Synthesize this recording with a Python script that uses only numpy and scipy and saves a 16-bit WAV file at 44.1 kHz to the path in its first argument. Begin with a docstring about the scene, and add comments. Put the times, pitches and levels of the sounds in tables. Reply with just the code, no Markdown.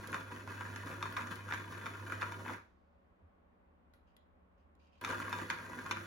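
"""In a quiet kitchen a hand blender chops dates in a plastic bowl on a stone worktop: burst, pause, burst.
The motor hums at twice the mains rate as a few sines, and its brushes and air hiss as pulsing noise.
The blade throws crumbs, random pushes that ring the bowl's modes; hard pieces knock with tock, ring and crack.
Stiff plastic clicks, ringing the latch. In the pause the brushes whisper out, the worktop is bumped and a
grip shifts on the handle. Dull noise, a low drone and faint tones make the room."""
import sys
import numpy as np
from scipy import signal
from scipy.fft import rfft, irfft, next_fast_len
from scipy.io import wavfile
from scipy.ndimage import uniform_filter1d

SR = 44100
rng = np.random.default_rng(int(sys.argv[2]) if len(sys.argv) > 2 else 0)


def wav_record(signal):
    """Record a signal, one row per channel, as 16-bit PCM in the file named by sys.argv[1]."""
    frames = np.transpose(np.atleast_2d(signal))
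    bounded = np.clip(frames, -1, 1)
    # unit amplitude maps onto the largest positive 16-bit level
    quanta = np.round(bounded * 32767).astype(np.int16)
    wavfile.write(sys.argv[1], SR, quanta)


N = 267246
TIME = np.arange(N) / SR
HUM_HZ = 100

# Switch held. Each row: on in seconds (the first precedes time 0), off in seconds.
BURSTS = [(-.11, 2.537), (5.011, 6.21)]
# Hard pieces hitting the bowl. Each row: start in seconds, level in dB, pitch of the spot struck in Hz,
# lid ring in dB and crack in dB, both relative to the knock.
KNOCKS = [(.043, -43, 1400, -24, -17), (0.098, -55, 1070, -16, -12), (0.129, -32.5, 1700, -20, -12),
          (0.1431, -29, 1450, -11.5, -7), (0.1449, -34, 1110, -24, -16), (0.4753, -40, 980, -21, -10),
          (.5, -49, 1410, -21, -18), (0.6079, -34, 1390, -18, -24), (0.7603, -38.5, 1610, -24, 0.5),
          (0.927, -45, 1010, -12, -8), (1.0264, -31, 1200, -5.5, -6), (1.0552, -34, 1085, -13, -16),
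          (1.0602, -39.5, 1060, -17, -17), (1.166, -37, 1470, -3, -10), (1.169, -31.5, 1054, -6, -8),
          (1.1727, -35.5, 1650, -17, -11), (1.1798, -36, 1093, -22, -18), (1.1907, -34.5, 1450, -24, -23),
          (1.271, -43, 1630, -11, -3), (1.309, -42.5, 1140, -15, -18), (1.4884, -38.5, 1570, -18.5, -12),
          (1.5112, -38, 1640, -13, -9), (1.5234, -30, 1760, -7, -21), (1.5365, -31.5, 1600, -24, -3),
          (1.726, -40, 1050, -14, -22), (1.778, -43, 1400, -28, -7), (1.8583, -37, 1440, -7, -9),
          (1.8647, -33, 1340, -11, -13), (2.099, -38, 1630, -20, -16), (2.1212, -30, 1390, -21, -13),
          (2.2144, -35, 1060, -7, -15), (2.22, -31, 1370, -13, -20), (2.229, -35.5, 1270, -27, -6),
          (2.3209, -38, 1080, -7.5, -11), (2.4619, -38, 970, -16, -20), (2.4806, -39, 1560, -8, -20),
          (2.488, -37, 1540, -22, -16), (2.4957, -35, 1030, -24, -15), (2.545, -40, 1550, -24, -20),
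          (2.582, -49.5, 1120, -22, -24), (5.0394, -41, 1000, -5, -12), (5.0479, -33, 1300, -2, 2),
          (5.075, -36, 1030, -26, -5), (5.1106, -35.5, 1370, -24, -4), (5.201, -35, 1400, -23, -19),
          (5.219, -41, 1150, -19, -16), (5.281, -34.5, 1060, -26, -16), (5.3277, -29.5, 1100, -7.5, -16),
          (5.3517, -39.5, 1150, -21, -8), (5.387, -39.5, 1010, -9, -5), (5.501, -28.5, 1620, -10, 0.5),
          (5.5087, -32.5, 1330, -7, -15), (5.522, -37, 1560, -28, -14), (5.586, -40.5, 1580, -21, -10),
          (5.7885, -37, 1640, -34, -12), (5.8617, -37, 1145, -20, -6.5), (5.911, -28.5, 1220, -6, -0.5),
          (5.9148, -38.5, 2080, 1, 5), (5.9708, -34.5, 1450, -25, -18)]
# Bowl modes. Each row: frequency in Hz, width in Hz before damping, relative level in dB.
BOWL = [(504, 110, -12), (947.7, 55, 1), (988.5, 69, -1), (1079.5, 36, 2.5), (1156, 50, -2.5),
        (1206, 32, 1.5), (1277, 37, -4), (1418, 35, 7), (1587.6, 63, 4.5), (1673.4, 33, 4.5),
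        (1780, 70, -3.5), (1930, 110, -3.5), (2150, 110, -11), (2392, 37, -4), (2570, 53, -5.5),
        (2980, 140, -11), (3456, 34, -6.5), (3736, 33, -32.5), (4340, 43, -13), (5500, 41, -30.5),
        (6960, 190, -17)]


def undb(db):
    """Decibels to amplitude gain."""
    return 10 ** (np.asarray(db) / 20)


def unit(x):
    """Scale to rms 1."""
    return x / np.sqrt(np.mean(x ** 2))


def burst(ring, length_s):
    """Scale a two-channel ring to the energy of rms 1 held for length_s."""
    return ring / np.sqrt(np.sum(ring ** 2) / (2 * length_s * SR))


def colour(x, points):
    """Causal minimum-phase filter whose gain follows (Hz, dB) points."""
    hz, db = np.transpose(points)
    size = 2 * next_fast_len(x.shape[-1] // 2 + 2048)
    freqs = np.maximum(np.fft.rfftfreq(size, 1 / SR), 1)
    gain_db = np.interp(np.log(freqs), np.log(hz), db)
    # fold the cepstrum onto positive time
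    cepstrum = irfft(np.log(undb(gain_db)), size)
    cepstrum[1:size // 2] *= 2
    cepstrum[size // 2 + 1:] = 0
    response = np.exp(rfft(cepstrum))
    return irfft(rfft(x, size) * response, size)[..., :x.shape[-1]]


def pair(size, side_db):
    """Left and right noise: a shared part and a part of opposite sign."""
    mid, side = rng.standard_normal((2, size))
    return unit(mid + undb(side_db) * np.array([side, -side]))


def pan(left_db):
    """Left and right gains, left_db apart."""
    return undb(np.array([[left_db], [-left_db]]) / 2)


def from_right(x, lag_samples=8):
    """The blender's treble reaches the left channel a few samples late."""
    return np.array([np.roll(x[0], lag_samples), x[1]])


def walk(rate):
    """Smooth random drift of rms 1, about rate new values per second."""
    k = int(SR / rate)
    steps = np.repeat(rng.standard_normal(N // k + 1), k)
    return unit(uniform_filter1d(uniform_filter1d(steps, k), k)[:N])


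def add(out, s, sound):
    """Mix a sound in at time s."""
    i = int(s * SR)
    out[:, i:i + sound.shape[1]] += sound[:, :N - i]


def grains(per_s, scatter_db, size=N):
    """Random little pushes of uneven strength."""
    strength = undb(scatter_db * np.minimum(rng.exponential(size=size), 3.0))
    return (rng.random(size) < per_s / SR) * strength


def near(modes, centre_hz, loss_db):
    """The same modes, weaker by loss_db for each octave away from a centre."""
    return [(hz, width, db - loss_db * abs(np.log2(hz / centre_hz))) for hz, width, db in modes]


def resonate(force, modes, side_db, damping=1, travel_s=.0022):
    """A force rings modes whose sign depends on the spot hit; damping scales their widths."""
    out, hold = 0, 128  # samples before a new spot is drawn
    for hz, width, db in modes:
        shared, side = rng.standard_normal((2, len(force) // hold + 1))
        spot = np.sign(shared) + undb(side_db) * np.array([side, -side])
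        spot = np.repeat(spot, hold, axis=1)[:, :len(force)]
        ring = signal.lfilter(*signal.iirpeak(hz, hz / (width * damping), SR), force * spot)
        # bending waves run round the wall before they radiate, the low ones more slowly
        late = int(rng.random() * travel_s * SR * np.sqrt(BOWL[1][0] / hz))
        out = out + undb(db) * np.roll(ring, late, axis=1)
    return out


def shifting(force, modes, side_db, damping, per_s, sway_db, bend):
    """Fruit sticks to the wall and peels off, so each mode swells, fades and bends in pitch on its own."""
    out = 0
    for mode in modes:
        lag_s = bend * walk(per_s) / per_s
        ring = resonate(force, [mode], side_db, damping)
        bent = np.array([np.interp(TIME - lag_s, TIME, side) for side in ring])
        out = out + bent * undb(sway_db * walk(per_s))
    return out


def housing(x, ring_s=0.0069, ring_db=-9, size=1024):
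    """The stiff plastic housing adds a short ring of many close resonances, made as decaying noise."""
    ring = rng.standard_normal(size) * np.exp(-TIME[:size] / ring_s)
    response = signal.unit_impulse(size) + undb(ring_db) * ring / np.linalg.norm(ring)
    return signal.fftconvolve(x, response[None] / np.linalg.norm(response), axes=1)[:, :N]


def kitchen(air_db=-69.5):
    """Dull room noise, most alike left and right at the bottom, with a low drone and wavering faint tones."""
    # Each row: frequency in Hz, relative noise level in dB per Hz.
    air_spectrum = [(20, -29), (30, -13), (45, -5.5), (70, -0.5), (92, -7), (124, -24.5), (175, -10.5),
                    (240, -9), (350, -17), (570, -18.5), (1100, -21.5), (2200, -33.5), (3500, -44.5),
                    (5500, -59.5), (15000, -66.5)]
    # Steady drone. Each row: frequency in Hz, level in dB.
    drone_partials = [(75.4, -74), (183, -82)]
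    # Faint resonances. Each row: frequency in Hz, width in Hz, level in dB.
    room_tones = [(410, 20, -94), (562, 17, -83.5), (1090, 25, -87.5), (1465, 34, -94)]
    mid, side = colour(rng.standard_normal((2, N)), air_spectrum)
    side = colour(side, [(30, -15.5), (60, -4.5), (200, -10.0), (600, 3.0), (2000, 2.0)])
    out = (mid + np.array([side, -side])) / mid.std() * undb(air_db + 0.46 * walk(2.3))
    for hz, db in drone_partials:
        level = undb(db + 1.1 * walk(6.9))
        out = out + level * unit(np.sin(2 * np.pi * hz * TIME + 0.3 * walk(3.8)))
    for hz, width, db in room_tones:
        tone = signal.lfilter(*signal.iirpeak(hz, hz / width, SR), pair(N, side_db=-6.5))
        out = out + unit(tone) * undb(db + 1.5 * walk(3.9))
    return out


def running(rise_s, coast_s):
    """The motor grips at once, a short ramp; the sticky fruit stops it quickly, an exponential fall."""
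    out = 0
    for on, off in BURSTS:
        out = out + np.clip((TIME - on) / rise_s, 0, 1) * np.exp(-np.maximum(TIME - off, 0) / coast_s)
    return out


def load(stir_rise_s=0.013, stir_fall_s=0.037, stir_db=-17.5):
    """Churning level in dB: fruit round the blade, plus a swell of crumbs for every lump and hard piece."""
    # How thickly fruit lies round the blade, one curve per burst. Each row: time in seconds, level in dB.
    fill = [
        [(0, -51), (.19, -49.5), (.26, -57.5), (.33, -53.5), (.45, -56), (.58, -52), (.72, -50.5), (1.0, -51),
         (1.13, -50), (1.25, -52.5), (1.43, -55), (1.58, -49.5), (1.66, -55), (1.78, -51.5), (1.95, -53.5),
         (2.28, -50), (2.412, -52), (2.54, -51.5)],
        [(5.02, -50.5), (5.1, -49), (5.19, -44.5), (5.26, -48.5), (5.42, -44.5), (5.48, -54), (5.57, -53),
         (5.64, -50.5), (5.84, -50.5), (5.95, -51), (6.05, -52)],
    ]
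    # The blade drags a soft lump round the wall. Each row: time in seconds, level in dB.
    lumps = [(0.042, -55), (.098, -50.5), (0.325, -48), (0.507, -44.5), (.662, -56), (0.869, -46.5),
             (1.213, -50.5), (1.317, -42.5), (1.712, -46.5), (2.08, -47.5), (2.51, -48.5), (5.104, -41),
             (5.168, -55), (5.203, -43)]
    power = undb(np.interp(TIME, *np.vstack(fill).T)) ** 2
    stirred = [(row[0], row[1] + stir_db) for row in KNOCKS]
    for s, db in lumps + stirred:
        age = TIME - s
        swell = np.exp(-np.abs(age) / np.where(age < 0, stir_rise_s, stir_fall_s))
        power = power + (undb(db) * swell) ** 2
    return 10 * np.log10(power)


def churn(sweep, crumbs_per_s=430, scatter_db=3.0, lump_db=1.37, patter_db=-7.0):
    """Each blade pass sprays soft crumbs, unevenly heavy; the wall rings, and patters where fruit deadens it."""
    crumbs = grains(crumbs_per_s * sweep / sweep.mean(), scatter_db) * undb(lump_db * walk(72))
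    modes = near(BOWL, BOWL[0][0], loss_db=1.13)
    wall = shifting(crumbs, modes, side_db=-7.0, damping=.6, per_s=20, sway_db=2.5, bend=.007)
    patter = resonate(crumbs, modes, side_db=-1.5, damping=2.15, travel_s=.001)
    both = unit(wall) + unit(patter) * undb(patter_db)
    return unit(colour(both, [(300, -2.5), (550, 4), (760, -3), (950, -0.5)])) * pan(.5)


def hum(waver_db=1.46):
    """The motor body shakes at twice the mains rate, a little unsteadily under load."""
    # Magnetic hum. Each row: multiple of the hum rate, relative level in dB.
    harmonics = [(1, 3), (2, -23), (3, -18.5)]
    phase = 2 * np.pi * HUM_HZ * TIME + 0.11 * walk(4.8)
    tone = unit(sum(undb(db) * np.sin(k * phase) for k, db in harmonics))
    return tone * undb(waver_db * walk(32)) * pan(-2.2)


def rumble(sweep, depth=0.55):
    """Gears and the lurching blade shake the bowl on the worktop; the deepest part is most alike left and right."""
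    # Each row: frequency in Hz, relative noise level in dB per Hz.
    spectrum = [(25, -48.5), (44, -5), (58, -13), (85, 0), (130, -6), (165, -0.5), (205, -0.5), (248, 4.5),
                (330, -1.5), (430, -7.5), (520, -7.5), (660, -13.5), (780, -14.5), (1100, -54)]
    lurching = rng.standard_normal((2, N)) * (1 + depth * unit(sweep))
    mid, side = colour(lurching, spectrum)
    side = colour(side, [(100, -19), (300, -8.5), (600, 0.0)])
    return unit(mid + np.array([side, -side])) * pan(-0.61)


def thuds(sweep, shoves_per_s=340, scatter_db=2.6):
    """The blade shoves the sticky mass about, and the bowl growls on its foot."""
    # Loaded bowl and motor rocking. Each row: frequency in Hz, width in Hz before damping, relative level in dB.
    foot = [(163.7, 18, -1.5), (207, 23, -7), (249.6, 32, 1.5), (300.3, 22, -1.5), (353, 24, 1),
            (422, 20, -4.5), (514, 47, -4.5), (634, 55, -8)]
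    shoves = grains(shoves_per_s * sweep / sweep.mean(), scatter_db)
    growl = shifting(shoves, foot, side_db=-12.5, damping=0.62, per_s=12, sway_db=1.5, bend=.02)
    return unit(growl) * pan(-2.0)


def hiss(sweep, flicker_db=1.4, mains_depth=.19, blade_depth=0.078):
    """Brushes and cooling air hiss from the motor housing, pulsing with the current and the blade."""
    # Each row: frequency in Hz, relative gain in dB.
    spectrum = [(500, -22.5), (1000, 3), (2400, 5.5), (2900, -7.5), (3600, 1.5), (5000, -3.5), (6600, -1.5),
                (8000, -8), (11000, -3), (13500, -11.5), (16000, -6.5)]
    mains_pulse = 1 + mains_depth * np.sin(2 * np.pi * HUM_HZ * TIME)
    blade_pulse = 1 + blade_depth * sweep / sweep.std()
    air = pair(N, side_db=-29.5) * mains_pulse * blade_pulse * undb(flicker_db * walk(250))
    return from_right(unit(colour(housing(air), spectrum))) * pan(-1.4)


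def flex(t, hz, swell_s=0.001, spread_rad=0.61):
    """The struck patch of wall swings for a few cycles, a little out of step left and right."""
    skew = spread_rad * rng.standard_normal() * np.array([[1], [-1]])
    return t / swell_s * np.exp(-t / swell_s) * np.sin(2 * np.pi * hz * t + skew)


def blows(s, count=2, gap_s=0.0058, jitter_share=.14, first_db=-11.5, loss_db=6, scatter_db=5.5):
    """A knock and its weaker rebounds about once a blade pass: (s, dB relative to the knock)."""
    gap, scatter = rng.standard_normal((2, count))
    times = s + np.cumsum(gap_s * (1 + jitter_share * gap))
    levels = first_db - np.arange(count) * loss_db + scatter_db * scatter
    return [(s, 0), *zip(times, levels)]


def knocks(crack_s=0.0023, snap_s=0.0019, bowl_db=-0.5, focus_db=7.5, size=4096):
    """A hard piece strikes: the spot gives a pitched tock, bowl and lid ring on, the piece snaps with a crack."""
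    # Stiff lid. Each row: frequency in Hz, width in Hz, relative level in dB.
    lid_modes = [(2117, 160, -1.5), (2360, 160, 3.5), (3583, 65, 4), (3760, 88, -10), (4320, 81, -10),
                 (5494, 84, -6), (6500, 140, -17.5)]
    # Colour of the bowl's ring. Each row: frequency in Hz, gain in dB.
    knock_tone = [(300, -5), (550, -1.5), (760, 0.5), (970, 5), (1600, -3), (2400, 6.5), (3000, -8),
                  (3700, -5.5), (4500, -21), (6500, -16), (9000, -33), (16000, -19.5)]
    # Each row: frequency in Hz, relative gain in dB.
    crack_spectrum = [(600, -26), (2000, 4.5), (3700, 1.5), (4800, -5.5), (6300, 3), (8000, -15.5),
                      (11000, -13), (16000, -32)]
    body, lid, crack = np.zeros((3, 2, N))
    t, tap = TIME[:size], signal.unit_impulse(size)
    for start, db, spot_hz, lid_db, crack_db in KNOCKS:
        lid_ring = resonate(tap, lid_modes, side_db=-7.5, travel_s=0.0011)
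        add(lid, start, burst(lid_ring, snap_s) * undb(db + lid_db))
        modes = near(BOWL, spot_hz, focus_db)  # those near the spot's pitch ring most
        ring = colour(resonate(tap, modes, side_db=-11.5, damping=1.8, travel_s=0.0022), knock_tone)
        tock = burst(flex(t, spot_hz), snap_s) + burst(ring, snap_s) * undb(bowl_db)
        tock = burst(tock, snap_s)
        for s, blow_db in blows(start):
            add(body, s, tock * undb(db + blow_db))
            snap = pair(size, side_db=-1.5) * np.exp(-t / crack_s)
            add(crack, s, snap * undb(db + blow_db + crack_db))
    crack = from_right(colour(housing(crack), crack_spectrum))
    return body * pan(0.53) + lid * pan(-0.49) + crack * pan(-2.0)


def clicks(focus_db=6.0, ring_s=0.0023, size=8192):
    """Small, bright ticks of the plastic handle and its switch set the latch ringing."""
    # Each row: start in seconds, level in dB before colouring, tick decay in seconds,
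    # latch ring relative to the tick in dB, its pitch in Hz.
    click_rows = [(0.073, -47, 0.0044, -3, 9000), (0.119, -45, 0.00083, -8, 10000),
                  (1.125, -48, .005, -16, 5000), (1.357, -46.5, 0.0032, -6, 6900),
                  (3.9367, -73, 0.027, 9.5, 1500), (4.166, -65, 0.005, 3, 2800),
                  (4.7523, -81, 0.0038, 3, 7200), (5.012, -45.5, 0.0034, -12, 10000),
                  (5.089, -46.5, 0.0046, -4, 5000), (5.294, -45.5, .003, -8, 11000)]
    # Latch locking handle to lid. Each row: frequency in Hz, width in Hz, relative level in dB.
    latch_modes = [(1421, 26, 2.5), (1590, 35, -1.5), (1970, 44, 1.5), (2400, 50, -7), (2827, 90, -6.5),
                   (3320, 112.6, -2.5), (3940, 143, -2), (5090, 110, -4), (7040, 130, -5.5),
                   (10000, 150, -2.5), (10600, 90, -7.5), (11920, 150, -8.5)]
    ticks, latch = np.zeros((2, 2, N))
    t = TIME[:size]
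    for s, db, decay_s, ring_db, hz in click_rows:
        add(ticks, s, pair(size, side_db=-5.5) * np.exp(-t / decay_s) * undb(db))
        modes = near(latch_modes, hz, focus_db)
        ring = resonate(signal.unit_impulse(size), modes, side_db=1.5, travel_s=.001)
        add(latch, s, burst(ring, ring_s) * undb(db + ring_db))
    tone = [(500, -4), (2000, 4.5), (4000, 3.0), (7500, -12.0), (11000, 2.0), (16000, -11)]
    return latch + from_right(colour(housing(ticks), tone))


def whisper(db=-88, fade_s=0.27):
    """After the first burst the rotor spins on for a moment, its brushes whispering."""
    age = TIME - BURSTS[0][1]
    air = colour(pair(N, side_db=-6), [(1500, -12.5), (3500, 5), (5000, 1.5), (7500, -8), (10000, -27)])
    return unit(air) * undb(db) * (age > 0) * np.exp(-np.abs(age) / fade_s)


def bump():
    """The heavy worktop answers a soft touch with a few slow cycles."""
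    # One row: start in seconds, envelope peak in dB, frequency in Hz, decay in seconds.
    s, db, hz, decay_s = (3.215, -59, 85, .022)
    age = np.maximum(TIME - s, 0)
    envelope = age / decay_s * np.exp(1 - age / decay_s)
    return undb(db) * envelope * np.sin(2 * np.pi * hz * age)


def rubs(rise_s=0.011, fall_s=0.033, slips_per_s=2200, scatter_db=1.5, size=16384):
    """Skin sticks and slips on the handle shell as the grip shifts."""
    # Each row: start in seconds, level in dB, length in seconds, pitch in Hz.
    rub_rows = [(4.064, -83, 0.03, 3800), (4.572, -87.5, 0.033, 4600), (4.788, -79, 0.089, 3900),
                (4.917, -78.5, 0.1, 3600)]
    # Handle shell. Each row: frequency in Hz, width in Hz before damping, relative level in dB.
    shell = [(2500, 230, 4), (2770, 220, 2), (3130, 200, 0.5), (3820, 180, -5), (4600, 140, -2),
             (5140, 150, -3.5), (6260, 250, -9), (6800, 230, -13), (7900, 180, -23.5), (11000, 1500, -30.5)]
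    out, t = np.zeros((2, N)), TIME[:size]
    for s, db, length_s, hz in rub_rows:
        slips = grains(slips_per_s, scatter_db, size=size)
        slide = unit(resonate(slips, near(shell, hz, loss_db=3.0), damping=0.99, side_db=-0.5))
        envelope = np.clip(t / rise_s, 0, 1) * np.exp(-np.maximum(t - length_s, 0) / fall_s)
        add(out, s, slide * undb(db) * envelope)
    return out


def room(x, wet_db=-8.5, t60_s=0.35, gap_s=0.0028):
    """Hard worktop and close walls return a short, dull tail: decaying noise after a gap."""
    t = TIME[:SR // 2]
    decay = np.exp(-np.log(1000) * t / t60_s) * np.clip(t / gap_s - 1, 0, 1)
    tail = rng.standard_normal((2, len(t))) * decay
    tail = tail / np.sqrt(np.sum(tail[0] ** 2))
    tail = colour(tail, [(150, -13.0), (900, 4.0), (4000, 4.0), (12000, -10.0)])
    return x + undb(wet_db) * signal.fftconvolve(x, tail, axes=1)[:, :N]


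def scene(usual_db=-51.0, rumble_db=-58, thud_db=-56.0, hiss_db=-62.0, rumble_follow=0.73, hiss_follow=0.7,
          blade_hz=142.95):
    """Load drives the churning; shaking and hiss follow it part way. Churning starts and stops fastest."""
    # Motor body on the bowl, one curve per burst. Each row: time in seconds, hum level in dB.
    hum_level = [
        [(0, -54.5), (.32, -53), (.39, -55.5), (.49, -51.5), (1.03, -51), (1.35, -52.5), (1.65, -52),
         (2.12, -50), (2.45, -52), (2.55, -53.5)],
        [(5.03, -58), (5.21, -55.5), (5.45, -52), (5.544, -61), (5.62, -59), (5.774, -59.5), (5.93, -52.5),
         (6.05, -55)],
    ]
    load_db = load()
    effort_db = load_db - usual_db
    hum_db = np.interp(TIME, *np.vstack(hum_level).T)
    passes = np.cumsum(blade_hz * (1 + .024 * walk(11))) / SR  # blade tips past the wall
    sweep = np.exp(-(passes % 1) / .41)  # each pass's push dies away before the next
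    chopping = churn(sweep) * undb(load_db) * running(rise_s=0.0043, coast_s=0.022)
    chopping += hiss(sweep) * undb(hiss_db + hiss_follow * effort_db) * running(rise_s=0.018, coast_s=0.042)
    shaking = rumble(sweep) * undb(rumble_db) + thuds(sweep) * undb(thud_db)
    chopping += shaking * undb(rumble_follow * effort_db) * running(rise_s=0.0074, coast_s=0.05)
    humming = hum() * undb(hum_db) * running(rise_s=0.02, coast_s=0.051)
    in_room = room(chopping + knocks() + clicks() + rubs() + whisper())
    return in_room + humming + bump() + kitchen()


def record(dry, top_hz=15900):
    """A steep low-pass cuts the top."""
    return signal.sosfilt(signal.ellip(10, .2, 70, top_hz, fs=SR, output="sos"), dry)


dry = scene()
out = record(dry)
wav_record(out)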